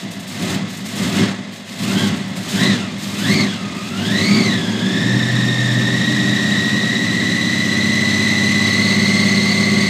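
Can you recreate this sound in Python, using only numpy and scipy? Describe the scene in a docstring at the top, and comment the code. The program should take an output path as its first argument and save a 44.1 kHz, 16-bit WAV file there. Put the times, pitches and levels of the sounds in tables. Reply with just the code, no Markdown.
"""A big supercharged V8, bonnet off, stumbles into life in a yard: revving bursts, then a fast, lumpy idle.
Uneven firings boom in two open exhausts, the valve gear clatters, the carburettors gulp, spit and
hiss, and the toothed blower belt whines with every twist of the crank. Ground and house front echo
the rasp and the whine. One microphone, carried closer and round to the nose of the car."""
import sys
import numpy as np
from scipy import signal
from scipy.fft import rfft, irfft, next_fast_len
from scipy.io import wavfile
from scipy.ndimage import uniform_filter1d, map_coordinates

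SR = 44100
rng = np.random.default_rng(int(sys.argv[2]) if len(sys.argv) > 2 else 0)


def int16_out(signal):
    """Quantize to a 16-bit WAV file."""
    q = np.round(np.clip(np.atleast_2d(signal).T, -1, 1) * 32767)
    wavfile.write(sys.argv[1], SR, q.astype(np.int16))


N = 436149
TIME = np.arange(N) / SR
SIZE = next_fast_len(N + SR)
FREQ = np.maximum(np.arange(SIZE // 2 + 1) * SR / SIZE, 1)

# scatter of the firing strength, shrinking as combustion evens out: time_s, scatter_share
FIRING_SCATTER = [(0, .38), (4.4, .28), (5.2, .42), (6.6, .38), (7.4, .24), (8.5, .17), (9.8, .08)]


def undb(db):
    """Decibels to gain."""
    return 10 ** (np.asarray(db) / 20)


def curves(rows):
    """Each value column of a (time_s, values...) table at every sample."""
    time_s, *columns = np.transpose(rows)
    return [np.interp(TIME, time_s, column) for column in columns]


def unit(x):
    """Scale to rms 1."""
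    return x / np.sqrt(np.mean(x ** 2))


def steady(x, span_s=0.21):
    """Scale to a running rms of 1, keeping faster throbs."""
    size = int(span_s * SR / 2)
    power = uniform_filter1d(uniform_filter1d(unit(x) ** 2, size), size)
    return unit(x) / np.sqrt(power + 1e-6)


def shape(x, response):
    """Filter by a frequency response."""
    return irfft(rfft(x, SIZE) * response, SIZE)[:N]


def colour(x, points):
    """Filter by a spectrum of (freq_hz, level_db) points."""
    hz, db = np.transpose(points)
    return shape(x, undb(np.interp(np.log(FREQ), np.log(hz), db, left=-60)))


def ring(x, hz, width_hz):
    """Two like resonances in series, with gain 1 at the centre."""
    peak = signal.iirpeak(hz, hz / width_hz, fs=SR)
    return signal.lfilter(*peak, signal.lfilter(*peak, x))


def tails(pulses, decay_s):
    """Give each pulse an exponential decay."""
    return signal.lfilter([1], [1, -np.exp(-1 / (decay_s * SR))], pulses)


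def walk(rate_hz):
    """Smooth random drift of rms 1."""
    size = max(int(SR / rate_hz), 1)
    held = np.repeat(rng.standard_normal(N // size + 1), size)[:N]
    return unit(uniform_filter1d(held, size))


def each_cycle(cycle, count):
    """A random pattern of count points that comes round with every engine cycle."""
    return unit(map_coordinates(rng.standard_normal(count), [cycle % 1 * count], order=3, mode="grid-wrap"))


def settled(start_s=3.13, end_s=4.93):
    """How steadily the engine runs, 0-1."""
    return np.interp(TIME, [start_s, end_s], [0, 1])


def crank():
    """Each burst lifts speed (four-stroke cycles a second) and load; the belt chirps at its very top."""
    # speed to which the engine sinks between bursts: time_s, cycle_hz
    stumble = [(0, 8.25), (.75, 8.05), (1.0, 8.65), (1.6, 6.6), (2.2, 9.03), (3.0, 9.38), (3.7, 10.1),
               (4.2, 10), (4.5, 11.1), (4.76, 13.6)]
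    # the idle creeping up: time_s, cycle_hz
    idle = [(4.95, 15.0), (5.15, 15.3), (5.45, 15.42), (5.8, 15.35), (6.05, 15.78), (6.3, 15.66),
            (6.65, 16.0), (6.9, 16.02), (7.15, 16.3), (8.2, 16.8), (8.5, 16.68), (8.83, 17.08),
            (9.1, 17.23), (9.89, 17.33)]
    # bursts of revs: top_s, top_hz, rise_s, fall_s, load_db, whine_db, octave_db
    bursts = [(0.5, 10.93, .12, .12, 7, -7, -12), (1.04, 10.44, 0.088, .08, 8.5, 1, -6),
              (1.21, 14.16, .075, .115, 10.5, -7, -2), (2.02, 13.43, .19, .15, 5.5, 1.5, 3.5),
              (2.66, 16.7, 0.13, .15, 8, 0.5, 5), (3.36, 18.6, .14, .16, 2, 0.5, 4.5),
              (4.34, 19.0, .295, .245, 3, -1, 6.5)]
    running_hz, = curves(list(stumble) + list(idle))
    cycle_hz, load_db, chirp_dbs, revving = running_hz, 0, 0, 0
    for top_s, top_hz, rise_s, fall_s, db, *tone_dbs in bursts:
        swell = np.exp(-((TIME - top_s) / np.where(TIME < top_s, rise_s, fall_s)) ** 2)
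        cycle_hz = cycle_hz + (top_hz - running_hz) * swell
        load_db = load_db + db * swell
        chirp_dbs = chirp_dbs + np.outer(tone_dbs, swell ** 4)
        revving = revving + swell
    return cycle_hz, load_db, chirp_dbs, revving


def firings(cycle):
    """Eight pulses a cycle, each as strong as its cylinder and its luck with the mixture."""
    # firing order, the far bank later and weaker: strength_db, delay_s
    cylinders = [(4, 0.0031), (1.5, 0.00302), (3, .003), (4.5, 0.0013), (-2, 0.0029), (6, 0.00057),
                 (2, 0.0035), (-2.5, .003)]
    count = len(cylinders)
    at = np.flatnonzero(np.diff(np.floor(cycle * count)))
    cylinder = np.round(cycle[at] * count).astype(int) % count
    db, delay_s = np.array(cylinders)[cylinder].T
    scatter = curves(FIRING_SCATTER)[0][at]
    timing, mixture = rng.standard_normal((len(at), 2)).T
    arrival = at + SR * (delay_s + .0012 * scatter * timing)
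    strength = undb(db) * np.maximum(1 + scatter * mixture, .05)
    return np.bincount(np.clip(arrival, 0, N).astype(int), strength, N + 1)[:N]


def exhaust_swells(ramp_s=0.047):
    """The exhaust's loudness swells and sags briefly before the idle, in dB."""
    # brief swells (+) and sags (-) in the exhaust's loudness: start_s, end_s, level_db
    swells = [(0.136, 0.34, -3.5), (0.39, 0.68, 2), (0.71, 0.92, -1.5), (1.02, 1.252, 3.5),
              (1.548, 1.777, -5), (1.81, 2.2, 2.5), (2.417, 2.52, -1), (2.772, 3.043, -1),
              (3.25, 3.363, 0.5), (3.39, 3.45, 0), (3.48, 3.62, -4), (3.78, 3.983, -4.5),
              (4.09, 4.342, -1.5), (4.366, 4.412, 1.5)]
    return sum(db * np.clip(np.minimum(TIME - start_s, end_s - TIME) / ramp_s + .5, 0, 1)
               for start_s, end_s, db in swells)


def exhaust(pulses, cycle_hz, cycle, revving, boom_db, dull_above_hz=187, cut_hz=90):
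    """Firings ring the pipes; at idle, standing waves hold orders of the cycle that beat into a lump."""
    # pipe resonances: pitch_hz, width_hz, level_db
    pipes = [(109.7, 25, -9.5), (164.5, 24.4, -10), (195.6, 35, -0.5), (233, 23, -7), (292.4, 16.3, -12),
             (378.7, 8.9, -13.5), (584, 14, -32)]
    # standing waves in the pipes: cycle_order (rounded below), pitch_hz, width_hz, level_db
    standing_waves = [(6, 101.8, 2.9, -7.5), (7, 113.5, 4.7, -11), (8, 133.5, 14.5, -12),
                      (9, 148, 6.8, -18), (8, 123.2, 4.3, -3.5), (11, 190, 3, -6), (11, 181, 4.3, -6.5),
                      (11, 206.5, 3.3, 5), (12, 201.5, 2.8, -10.5), (12, 207, 8.1, -2), (13, 206, 6.4, -7),
                      (13, 216, 6.4, -6), (14, 230.7, 32, -9), (15, 246, 7.6, -10.5),
                      (17, 286, 16.4, -12.5), (18, 293, 6.1, -10.5), (19, 298, 7.5, -11.5),
                      (19, 311, 7.2, -13.5), (20, 378, 11, -16), (22, 380, 15, -14.5),
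                      (23, 380, 9.5, -19.5), (29, 501, 8, -27), (35, 540, 7.6, -32), (36, 603, 4.3, -26),
                      (64.8, 1136, 39, -23), (67, 1157, 20, -30)]
    scatter, = curves(FIRING_SCATTER)
    turbulence = 2 * scatter * unit(tails(pulses, decay_s=.008)) * rng.standard_normal(N)
    push = unit(pulses) + turbulence
    # off throttle the firings are soft and barely reach the upper resonances
    dull_db_per_octave = -8 * np.maximum(1 - revving - settled(), 0)
    thuds, drone, drone_power = 0, 0, 0
    for hz, width_hz, db in pipes:
        dull_db = dull_db_per_octave * max(np.log2(hz / dull_above_hz), 0)
        thuds += undb(db + dull_db) * steady(ring(push, hz, width_hz), span_s=.2)
    # an order swells, and falls behind, while the speed carries it through its standing wave
    for order, hz, width_hz, db in standing_waves:
        detune = 2 * (round(order) * cycle_hz - hz) / width_hz
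        wander = unit(undb(3.5 * scatter * walk(14)))  # uneven combustion unsettles it
        held = settled() * undb(db) / np.hypot(1, detune) * wander
        drone += np.sqrt(2) * held * np.sin(2 * np.pi * round(order) * cycle - np.arctan(detune))
        drone_power += held ** 2
    # what the standing waves do not take up stays in the separate thuds
    thud_share = np.maximum(1 - 0.91 * drone_power, 0.065)
    # a long-overlap cam makes the exhaust chug once and twice a cycle, never quite alike
    lope_db = -np.cos(2 * np.pi * cycle) - 1.06 * np.cos(2 * np.pi * 2 * cycle)
    chug = unit(undb(settled() * lope_db + walk(45)))
    boom = (drone + thuds * np.sqrt(thud_share)) * chug * undb(boom_db)
    return shape(boom, 1 / np.sqrt(1 + (cut_hz / FREQ) ** 16))  # open pipe ends radiate no deep bass


def yard(x, wet_db, t60_s):
    """Ground and house front throw back distinct echoes, the rest of the yard a short wash."""
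    lag_s = TIME[:SR // 2]
    wash = rng.standard_normal(len(lag_s)) * np.exp(-np.log(1000) * lag_s / t60_s) * (lag_s > .004)
    ground = 0.026 * np.exp(-2j * np.pi * FREQ * 0.0023)
    house = 0.068 * np.exp(-2j * np.pi * FREQ * 0.013)
    return shape(x, 1 + ground + house + undb(wet_db) * rfft(wash / np.linalg.norm(wash), SIZE))


def rasp(pulses, cycle, level_db):
    """A puff of turbulent gas follows each firing, over valve gear that clatters alike in every cycle."""
    # colour of gas and valve gear: freq_hz, level_db
    spectrum = [(150, 8), (420, -6.5), (500, -6.5), (640, -2.5), (850, -11), (1100, -9), (1450, -13),
                (2100, -4), (2700, -38), (3400, -10), (5000, -43), (9000, -60)]
    gas = unit(tails(pulses, decay_s=0.0061)) * rng.standard_normal(N)
    clatter = each_cycle(cycle, count=2400) * undb(-3)
    return steady(yard(colour(gas + clatter, spectrum), wet_db=2, t60_s=0.89)) * undb(level_db)


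def suction(attack_share=0.3, release_s=0.026):
    """Strength of the gulps of air: each opens quickly, holds and dies away."""
    # gulps through the carburettors: start_s, length_s, hiss_db
    gulps = [(-0.02, 0.06, -48.5), (0.285, 0.14, -44), (0.374, 0.17, -40.5), (0.667, 0.096, -48),
             (0.836, 0.11, -43.5), (0.92, 0.28, -39), (1.507, 0.091, -49), (1.64, 0.17, -47.5),
             (1.732, 0.34, -39), (2.344, 0.11, -44.5), (2.445, 0.2, -37), (2.987, 0.14, -41.5),
             (3.112, 0.23, -38.5), (3.696, 0.38, -49), (3.99, 0.29, -45)]
    power = 0
    for start_s, length_s, db in gulps:
        opening = np.clip((TIME - start_s) / (attack_share * length_s), 0, 1)
        closing = np.exp(-np.clip(TIME - start_s - length_s, 0, 1) / release_s)
        power += (undb(db) * opening * closing) ** 2
    return np.sqrt(power)


def spitting(attack_s=.012, decay_s=0.047):
    """Strength of the spits back through the carburettors: each starts sharply and dies quickly."""
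    # single spits between bursts: start_s, hiss_db
    spits = [(0.103, -38.5), (0.193, -44.5), (0.267, -39.5), (0.695, -44), (0.762, -41.5), (0.853, -41),
             (0.948, -36), (1.255, -48), (2.15, -44), (2.268, -47), (2.357, -40), (2.975, -43)]
    strength = 0
    for start_s, db in spits:
        age_s = np.maximum(TIME - start_s, 0)
        strength += undb(db) * np.minimum(age_s / attack_s, 1) * np.exp(-age_s / decay_s)
    return strength


def blower(cycle, rush_db, hiss_db, drops_per_s=70):
    """Rotors draw air in time with the crank, carburettors hiss; gulps swell both and sputter fuel."""
    # air through the rotors: freq_hz, level_db
    rush_spectrum = [(900, 0), (1700, 2.5), (2500, 9.5), (3100, 8.5), (4000, 9.5), (5200, 3.5), (6500, 2),
                     (8000, -1.5), (9500, -11), (11500, -20.5), (15000, -44)]
    # air through the carburettor throats: freq_hz, level_db
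    hiss_spectrum = [(1500, -39), (4000, 8), (8000, 8), (10000, 1), (11500, -4), (13200, 1.5),
                     (14400, -3.5), (15500, -17)]
    throb_db = -0.5 * settled() * np.sin(2 * np.pi * 2 * cycle)
    flow = undb(throb_db - 0.57 * each_cycle(cycle, count=24) + 0.89 * walk(150))
    rotor_air = rng.standard_normal(N) + 0.39 * each_cycle(cycle, count=2000)
    rush = unit(colour(flow * rotor_air, rush_spectrum))
    hiss = unit(colour(flow * rng.standard_normal(N), hiss_spectrum))
    gulps = suction() * undb(0.8 * (1 - settled()) * walk(44.9))
    drops = (rng.random(N) < drops_per_s / SR) * rng.standard_normal(N)
    crackle = tails(drops, decay_s=.0015) * rng.standard_normal(N)
    sputter = unit(colour(crackle, hiss_spectrum)) * gulps * undb(-12)
    rush_gain = np.hypot(undb(rush_db), undb(3) * gulps)
    hiss_gain = np.hypot(undb(hiss_db), np.hypot(gulps, spitting()))
    return rush * rush_gain + hiss * hiss_gain + sputter


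def belt(cycle_hz, cycle, revving, chirp_dbs, overrun_hz_per_s=39):
    """Teeth mesh with the pulley; crank twist and belt flap spread each tone into a cluster."""
    # belt tones, the main whine first: cycle_order, level_db, burst_change_db
    tones = [(118.85, 0, 0), (240, -2, 1.5), (357.2, -11.5, -1.5), (469, -19, -6), (66.63, -19, 7.5)]
    # the belt sings up with speed, all other tones following the octave: cycle_hz, whine_db, octave_db
    song = [(8, -73, -59), (10.4, -43.5, -44), (13.7, -40.5, -34), (15.2, -29.5, -32), (16.7, -26.7, -31),
            (17.25, -28, -30), (19, -25, -34.5)]
    song_hz, *song_dbs = np.transpose(song)
    whine_db, octave_db = chirp_dbs + [np.interp(cycle_hz, song_hz, dbs) for dbs in song_dbs]
    throb = np.sin(2 * np.pi * 2 * cycle)
    twist = .018 * np.sin(2 * np.pi * 4 * cycle) + .01 * throb
    flap = .028 * walk(230) * (1 + 0.31 * revving)
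    flap -= uniform_filter1d(flap, size=1200)  # the teeth never skip
    mesh = np.cumsum(cycle_hz * (1 + twist + flap)) / SR
    # until the engine settles, the slack belt breaks up off load and fades while the revs fall
    slack_db = 3 * (1 - settled()) * np.maximum(1 - revving, 0) * walk(22.04)
    falling = np.clip(-np.gradient(cycle_hz) * SR / overrun_hz_per_s, 0, 1)
    slack_db -= 5 * (1 - settled()) * falling * np.maximum(1 - revving ** 2, 0)
    whine = 0
    for k, (order, db, burst_db) in enumerate(tones):
        tension = undb(1.2 * (each_cycle(cycle, count=16) + walk(140) + throb))
        scrape = .75 * walk(420) * (order > 200)  # teeth scraping in and out roughen the upper tones
        chatter = unit(undb(1.46 * walk(45) + 2.5 * settled() * throb))
        tone = tension * np.sin(2 * np.pi * order * mesh + scrape)
        tone = steady(yard(tone, wet_db=0, t60_s=0.25), span_s=.11)
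        gain = undb(whine_db + 0.8 * walk(70)) if k == 0 else undb(octave_db) * chatter
        whine += tone * undb(db + burst_db * revving + slack_db) * gain
    return whine


def casing(x, nose_s=8.64):
    """The blower case favours some bands and cancels others; they switch as the nose is reached."""
    # peaks and hollows of the case: centre_hz, half_width_hz, side_db, nose_db
    bands = [(1960, 29, 0.5, 4), (2274, 51, -6, -0.5), (3910, 64, 1, 3.5), (4087, 98, -1.5, -5),
             (4260, 80, -1.5, 2), (4560, 90, -2, 6), (5330, 98, 0.5, 2), (5750, 140, -5, 2),
             (5850, 110, -1.5, -15), (6600, 89, 0, 3.5)]
    side_db, nose_db = 0, 0
    for hz, half_width_hz, from_side_db, from_nose_db in bands:
        bell = np.exp(-((FREQ - hz) / half_width_hz) ** 2)
        side_db += from_side_db * bell
        nose_db += from_nose_db * bell
    return np.where(TIME < nose_s, shape(x, undb(side_db)), shape(x, undb(nose_db)))


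def outdoor_rumble(level_db=-63):
    """Faint low rumble of the open air, slowly wavering."""
    # background in the yard: freq_hz, level_db
    spectrum = [(20, -3), (60, 0), (120, -4), (500, -20), (4000, -40)]
    return unit(colour(rng.standard_normal(N), spectrum)) * undb(level_db + 2 * walk(3))


def scene(reference_hz=15, lump_s=9.198):
    """Crank speed and load drive exhaust, blower and belt; the microphone's walk sets their balance."""
    # the walk round to the nose: time_s, engine_bay_db, exhausts_db
    approach = [(4.8, 1.5, 3.5), (6.5, 3, 2.5), (7.4, 1.95, 0), (8.5, 4.5, 1.5), (9.2, 4, 2.8),
                (9.89, 2.5, 3)]
    bay_db, pipes_db = curves(approach)
    cycle_hz, load_db, chirp_dbs, revving = crank()
    cycle = np.cumsum(cycle_hz) / SR
    cycle -= np.interp(lump_s, TIME, cycle)  # here the exhaust bunches into its once-a-cycle lump
    doublings = np.log2(cycle_hz / reference_hz)
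    boom_db = -24 + 12 * doublings + 0.13 * load_db
    rasp_db = -33 + 5.7 * doublings + 0.51 * load_db
    rush_db = -34.5 + 9.5 * doublings + 0.59 * load_db
    hiss_db = -48.5 + 14 * doublings + .1 * load_db
    boom_db = np.interp(TIME - 0.0046, TIME, boom_db)  # the tail pipes trail the throttle
    exhaust_db = pipes_db + exhaust_swells()
    pulses = firings(cycle)
    engine = exhaust(pulses, cycle_hz, cycle, revving, boom_db + exhaust_db)
    engine += rasp(pulses, cycle, rasp_db + (bay_db + exhaust_db) / 2)  # half bay, half pipes
    intake = casing(blower(cycle, rush_db, hiss_db) + belt(cycle_hz, cycle, revving, chirp_dbs))
    return (engine + intake * undb(bay_db) + outdoor_rumble())[None]


def record(dry):
    """The microphone rounds the highest peaks, and the top is cut at 15.2 kHz."""
    top_cut = signal.ellip(8, .2, 70, 15200, fs=SR, output="sos")
    return signal.sosfilt(top_cut, np.tanh(0.88 * dry) / 0.61)


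dry = scene()
out = record(dry)
int16_out(out)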